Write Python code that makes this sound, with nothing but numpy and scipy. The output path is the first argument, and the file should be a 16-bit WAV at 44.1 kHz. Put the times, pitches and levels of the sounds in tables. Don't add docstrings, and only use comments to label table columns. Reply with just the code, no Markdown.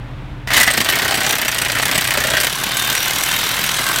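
import sys
import numpy as np
from scipy import signal
from scipy.fft import rfft, irfft
from scipy.io import wavfile

SR = 44100
rng = np.random.default_rng(int(sys.argv[2]) if len(sys.argv) > 2 else 0)


def master(y):
    cut = np.clip(np.atleast_2d(y).T, -1, 1)
    pcm = np.round(cut * 32767)
    wavfile.write(sys.argv[1], SR, pcm.astype(np.int16))


N = 176400
TIME = np.arange(N) / SR
HZ = np.maximum(np.arange(N + 1) * SR / (2 * N), 1)
TRIGGER_S, UNLOAD_S = .473, 2.485


def from_db(db):
    return 10 ** (np.asarray(db) / 20)


def rms_one(x):
    return x / np.sqrt(np.mean(x ** 2) + 1e-20)


def in_time(rows):
    time_s, *columns = np.transpose(rows)
    return [np.interp(TIME, time_s, column) for column in columns]


def along_hz(points):
    hz, db = np.transpose(points)
    return np.interp(np.log(HZ), np.log(hz), db)


def colour(x, response_db):
    cepstrum = irfft(np.log(from_db(response_db)))
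    cepstrum[1:N] *= 2
    cepstrum[N + 1:] = 0
    return irfft(rfft(x, 2 * N) * np.exp(rfft(cepstrum)))[:N]


def drift(rate_hz, size=16000):
    return np.interp(TIME * rate_hz, np.arange(size), rng.standard_normal(size))


def swell(centre_s, width_s):
    return np.exp(-((TIME - centre_s) / width_s) ** 2)


def unload(loaded, light, fade_s=.027):
    return loaded + (light - loaded) * np.clip((TIME - UNLOAD_S) / fade_s + .5, 0, 1)


def idling_engine(rush_db=-35.5, wander_rad=.059):
    # pitch_hz, level_db, waver_db
    lines = [(40.9, -36.5, 0.5), (68, -59, -7), (118, -37, 1.5), (133.3, -40, 3), (277, -54.5, -4),
             (298.7, -49.5, 1.5)]
    # freq_hz, relative_db
    rush_shape = [(22, -22), (40, -24), (58, -15.5), (90, -14), (140, -20.5), (190, -22), (310, -26),
                  (430, -32.5), (540, -30.5), (750, -30.5), (2000, -36), (3700, -43.5), (4900, -53.5),
                  (7000, -59.5), (15000, -68.5)]
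    # time_s, gain_db
    level = [(0, 2.5), (.33, 2.5), (.5, 1), (.8, -11), (2.4, -8), (4, -6.5)]
    tones = 0
    for hz, db, waver_db in lines:
        gain = from_db(db + waver_db * drift(9.3)) * np.sqrt(2)
        tones += gain * np.sin(2 * np.pi * (hz * TIME + rng.random()) + wander_rad * drift(9))
    rush = rms_one(colour(rng.standard_normal(N), along_hz(rush_shape)))
    return from_db(in_time(level)[0]) * (tones + from_db(rush_db) * rush)


def thump(pitch_hz=68.4, level_db=-27):
    return from_db(level_db) * swell(.325, width_s=.025) * np.sin(2 * np.pi * pitch_hz * TIME)


def yard_echoes(x, delay_wander=.117):
    # delay_s, gain_db
    echoes = [(.0023, -15.5), (.0071, -21), (0.0128, -24)]
    return x + sum(from_db(db) * np.interp(TIME - delay_s * (1 + delay_wander * drift(3)), TIME, x)
                   for delay_s, db in echoes)


def motor_whine(strokes, roughness_hz=16, swing_hz=28):
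    # time_s, pitch_hz, level_db (re knocking)
    curve = [(1.2, 3060, -22), (2.47, 2960, -13), (2.6, 3560, -20), (2.75, 3635, -7.5), (3.24, 3660, -11.5),
             (3.35, 3780, -8), (3.57, 3815, -9.5), (3.72, 3970, -13), (4.0, 4120, -19)]
    # pitch_ratio, level_db
    partials = [(0.824, -4), (1, -3)]
    pitch_hz, level_db = in_time(curve)
    cycles = np.cumsum(pitch_hz + swing_hz * np.sin(2 * np.pi * strokes)) / SR
    tones = 0
    for ratio, db in partials:
        roughness = 1 + drift(roughness_hz) + 1j * drift(roughness_hz)
        tones += from_db(db) * rms_one(np.real(roughness * np.exp(2j * np.pi * ratio * cycles)))
    return from_db(level_db) * tones * np.minimum(strokes, 1)


def passing_rings(clacks, knocks, fade_s=.048, clacks_only_above_hz=5000):
    # start_s, end_s, pitch_hz, width_hz, level_db (re knocking)
    rings = [(.54, .61, 2600, 700, -9), (.76, .83, 240, 90, -12), (1.1, 1.32, 800, 70, -17),
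             (1.96, 2.0, 210, 90, -12), (2.156, 2.47, 597, 50, -16), (2.32, 2.46, 1600, 90, -9),
             (3.73, 4.0, 8000, 600, -16.5), (3.77, 4.05, 1180, 300, -12), (1.25, 1.35, 5850, 160, -13),
             (0.42, .70, 1972, 40, -4.5), (0.542, .98, 1835, 60, -13), (.84, .95, 13600, 120, -16),
             (2.58, 2.70, 10240, 70, -15), (2.74, 2.94, 13600, 110, -16)]
    out = 0
    for start_s, end_s, hz, width_hz, db in rings:
        drive = clacks if hz > clacks_only_above_hz else clacks + knocks
        radius = np.exp(-np.pi * width_hz / SR)
        poles = [1, -2 * radius * np.cos(2 * np.pi * hz / SR), radius ** 2]
        gate = np.clip(np.minimum(TIME - start_s, end_s - TIME) / fade_s + .5, 0, 1)
        out += from_db(db) * gate * rms_one(signal.lfilter([1, 0, -1], poles, drive))
    return out


def steel_pings(times_s, clack_db, scatter_db=6, flare_db=4, flare_rate_hz=11, size=1300):
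    # pitch_hz, scatter_hz, decay_s, loaded_db, light_db
    modes = [(5790, 40, .006, -15, -9.5), (6400, 220, .004, -24, -13), (8130, 110, .005, -10.5, -12),
             (10230, 30, .008, -21, -14), (12330, 45, .007, -22, -14.5), (13610, 35, .007, -12.5, -10.5)]
    out, age_s = 0, TIME[:size]
    for hz, scatter_hz, decay_s, loaded_db, light_db in modes:
        mode, decay = np.zeros(N + size), np.exp(-age_s / decay_s)
        draws = rng.standard_normal((len(times_s), 2))
        for start_s, db, (strength, detune) in zip(times_s, clack_db, draws):
            if start_s < TIME[-1]:
                at = int(start_s * SR)
                ping = decay * np.sin(2 * np.pi * (hz + scatter_hz * detune) * age_s)
                mode[at:at + size] += from_db(db + scatter_db * min(strength, 1)) * ping
        flare = from_db(flare_db * drift(flare_rate_hz))
        out += from_db(unload(loaded_db, light_db)) * rms_one(mode[:N] * flare)
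    return out


def body_shake(strokes, waver_db=1.5):
    # stroke_multiple, loaded_db, light_db
    harmonics = [(2, -42.5, -40.5), (3, -46.5, -44), (4, -36.5, -51), (5, -45, -33)]
    # time_s, gain_db
    level = [(.5, -1), (1.4, -9), (1.7, -2.5), (2.4, 1), (2.6, -29)]
    level_db, = in_time(level)
    out = 0
    for multiple, loaded_db, light_db in harmonics:
        gain = from_db(level_db + unload(loaded_db, light_db) + waver_db * drift(9.7)) * np.sqrt(2)
        out += gain * np.sin(2 * np.pi * (multiple * strokes + rng.random()))
    return out * np.minimum(strokes, 1)


def rod_rattles(rate_hz=70, clack_db=-24, knock_db=-2, scatter_db=3, count=600):
    times_s = TRIGGER_S + np.cumsum(rng.exponential(1, count)) / rate_hz
    offset_db = scatter_db * rng.standard_normal(count)
    return list(zip(times_s, clack_db + offset_db, knock_db + offset_db))


def contacts(strokes, jitter_s=.0008, clack_scatter_db=.56, knock_scatter_db=.252, bang_lift_db=3.5):
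    # cycle_share, clack_db, knock_db
    loaded_stroke = [(-.04, 4, -3), (.07, -17, 4.5), (.29, -12.5, 7), (.40, -18, 0), (.57, -7.5, -5)]
    # cycle_share, clack_db, knock_db
    light_stroke = [(-.06, 3.5, -17), (.06, -5.5, 7.5), (.18, -56, -25), (.50, -3, 0), (.64, -30, 6)]
    # time_s, clack_db, knock_db
    bangs = [(0.472, 11, 5), (0.503, 4.5, 4.5), (.542, -12, 3.5), (.576, 4, 0), (0.61, 2, -0.5),
             (0.63, 6, 0), (0.642, -7, -2), (0.676, 4, 10.5), (0.702, 1, 6), (0.711, 6.5, -3),
             (0.736, 2.5, 4), (0.775, 4.5, 11), (0.802, 2, 8.5), (0.812, 3.5, 7.5), (0.887, 1.5, 5.5),
             (0.898, 4, -18), (1.027, -7, 5), (1.152, 1, 0), (1.264, 0.5, 3), (1.307, 3.5, 1),
             (1.324, 4, 3.5), (1.383, 3.5, 4), (1.415, 4, 3), (1.449, 4.5, 1), (1.481, 6.5, 4),
             (1.583, 5, -2), (1.616, 4, 8), (1.697, -15, 8), (1.796, -20, 7.5), (1.826, 3, 7.5),
             (1.853, 3.5, 6), (1.912, 3.5, 3), (1.955, 1, 6.5), (1.978, 5, 2.5), (2.042, 4, -8),
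             (2.073, 2, -4), (2.173, 1, 5), (2.334, -4, 8), (2.368, 1.5, 6.5), (2.401, 6, -1),
             (2.410, 2.5, -9), (2.445, 1, 2), (2.468, 1, 7), (2.636, 8, 6), (2.769, 7.5, 3),
             (2.794, 5.5, 5.5), (2.95, 2.5, 6.5), (3.235, 3, -13), (3.313, 2, 5), (3.690, 2.5, 7),
             (3.839, 1, -1), (3.865, 0, 7.5), (3.913, 1, 4), (3.959, 3.5, 6.5)]
    running, rows = TIME > TRIGGER_S, []
    for stroke in range(int(strokes[-1]) + 1):
        is_light = np.interp(stroke, strokes[running], TIME[running]) > UNLOAD_S
        for share, clack_db, knock_db in light_stroke if is_light else loaded_stroke:
            late, force, knock_force = rng.standard_normal(3)
            due_s = np.interp(stroke + share, strokes[running], TIME[running], right=2 * TIME[-1])
            rows.append((due_s + jitter_s * late,
                         clack_db + clack_scatter_db * force,
                         knock_db + knock_scatter_db * (force + knock_force)))
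    bang_s, clear_s = np.array(bangs)[:, 0], .0057
    rows = [row for row in rows + rod_rattles() if np.abs(row[0] - bang_s).min() > clear_s]
    return np.vstack([rows, np.array(bangs) + [0, bang_lift_db, bang_lift_db]])


def vary_colour(x, bands=16, scatter_db=1.73, rate_hz=45):
    position = np.sqrt(np.arange(N // 2 + 1) / (N // 2)) * (bands - 1)
    spectrum, out = rfft(x), 0
    for k in range(bands):
        band = irfft(spectrum * np.clip(1 - np.abs(position - k), 0, 1), N)
        out += band * from_db(scatter_db * drift(rate_hz))
    return out


def chatter(times_s, level_db, rise_s, grind_db, grain_db, decay_s=.0058):
    hits, inside = np.zeros(N), times_s < TIME[-1]
    np.add.at(hits, (times_s[inside] * SR).astype(int), from_db(level_db[inside]) ** 2)
    spin_up_db = 6.5 * swell(.575, width_s=.025)
    grinding = from_db(grind_db + spin_up_db + unload(0, 1))
    energy = signal.lfilter([1], [1, -np.exp(-2 / (decay_s * SR))], hits + 1e-18) + grinding ** 2
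    rise = np.exp(-1 / (rise_s * SR))
    envelope = np.sqrt(signal.lfilter([1 - rise], [1, -rise], energy))
    spray = envelope * rng.standard_normal(N) * from_db(grain_db * drift(2500))
    return vary_colour(spray) * (TIME > TRIGGER_S)


def tool_body(clacks, knocks, clack_gain, knock_gain, clack_trim_db=1, knock_trim_db=-.5):
    # freq_hz, nominal_width_hz, loaded_lift_db, light_lift_db
    modes = [(633, 100, 7, 2.5), (1061, 107, 3, 5.5), (1543, 170, 2.5, 6.5), (1850, 120, 4, 1),
             (1952, 63, 3, 2), (2123, 77, 3, 3.5), (3040, 140, 2, 2.5), (4620, 120, 3, -1)]
    # freq_hz, relative_db
    clack_shape = [(300, -15.5), (1200, -2), (2500, 3), (4100, 1.5), (5200, -2.5), (7000, -1.5), (9000, -1),
                   (10800, -4), (14000, -4), (16000, -14.5)]
    # freq_hz, relative_db
    loaded_shape = [(25, -50), (60, -6), (150, -2.5), (260, -2), (450, -7.5), (750, -4), (1100, -4.5),
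                    (1700, -0.5), (2500, -2.5), (3300, -3.5), (5000, -10.5), (10000, -20.5)]
    # freq_hz, relative_db
    light_shape = [(25, -59), (60, -10.5), (150, -0.5), (260, -3.5), (450, -9), (750, -5), (1100, -5.5),
                   (1600, -4), (2500, -3), (3700, -2.5), (5000, -9), (10000, -20.5)]
    out, light = 0, unload(0, 1)
    for is_light, share, knock_shape in ((False, 1 - light, loaded_shape), (True, light, light_shape)):
        lift_db = sum((light_db if is_light else loaded_db) / (1 + ((HZ - hz) / (.62 * width_hz)) ** 2)
                      for hz, width_hz, loaded_db, light_db in modes)
        clacking = from_db(clack_trim_db) * rms_one(colour(clacks, along_hz(clack_shape) + lift_db))
        knocking = from_db(knock_trim_db) * rms_one(colour(knocks, along_hz(knock_shape) + lift_db))
        out += share * (clack_gain * clacking + knock_gain * knocking)
    return out


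def saw():
    # time_s, stroke_rate_hz
    speed = [(0.473, 31.85), (0.799, 28.52), (0.827, 22.14), (0.98, 32.76), (1.073, 33.78), (1.099, 30.29),
             (1.271, 34.4), (1.493, 29.63), (1.793, 29.31), (1.856, 32.58), (1.95, 31.22), (2.268, 30.24),
             (2.474, 31.13), (2.61, 37.92), (3.293, 39.1), (3.609, 40.57), (3.696, 38.7), (4.0, 42.61)]
    # time_s, knocking_db, clacking_db
    level = [(.48, -26.5, -50), (.51, -20, -32), (.54, -13.5, -14.5), (.58, -14, -18), (.62, -14, -16.5),
             (.67, -18, -25.5), (.80, -19.5, -25.5), (.90, -16.5, -21), (1.0, -17.5, -22.5),
             (1.25, -17.5, -22), (1.46, -20.5, -25), (1.85, -18.5, -23.5), (2.2, -18, -22.5),
             (2.46, -19.5, -21), (2.5, -23, -25.5), (2.7, -22, -29.5), (2.85, -21, -23), (3.98, -21.5, -24)]
    stroke_rate_hz, = in_time(speed)
    knock_gain, clack_gain = from_db(in_time(level))
    strokes = np.cumsum(stroke_rate_hz * (TIME > TRIGGER_S)) / SR
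    times_s, clack_db, knock_db = contacts(strokes).T
    clacks = chatter(times_s, clack_db, rise_s=.0014, grind_db=-15, grain_db=5)
    knocks = chatter(times_s, knock_db, rise_s=.0023, grind_db=-7.5, grain_db=2.5)
    tones = knock_gain * (passing_rings(clacks, knocks) + motor_whine(strokes))
    pings = clack_gain * steel_pings(times_s, clack_db)
    return tool_body(clacks, knocks, clack_gain, knock_gain) + tones + pings + body_shake(strokes)


def scene():
    return (yard_echoes(saw()) + idling_engine() + thump())[None]


def record(dry, cutoff_hz=15900, ceiling=.7):
    low_pass = signal.ellip(10, .2, 80, cutoff_hz, fs=SR, output="sos")
    filtered = signal.sosfilt(low_pass, dry)
    rounded = filtered / (1 + (filtered / ceiling) ** 8) ** (1 / 8)
    return signal.sosfiltfilt(low_pass, rounded)


dry = scene()
out = record(dry)
master(out)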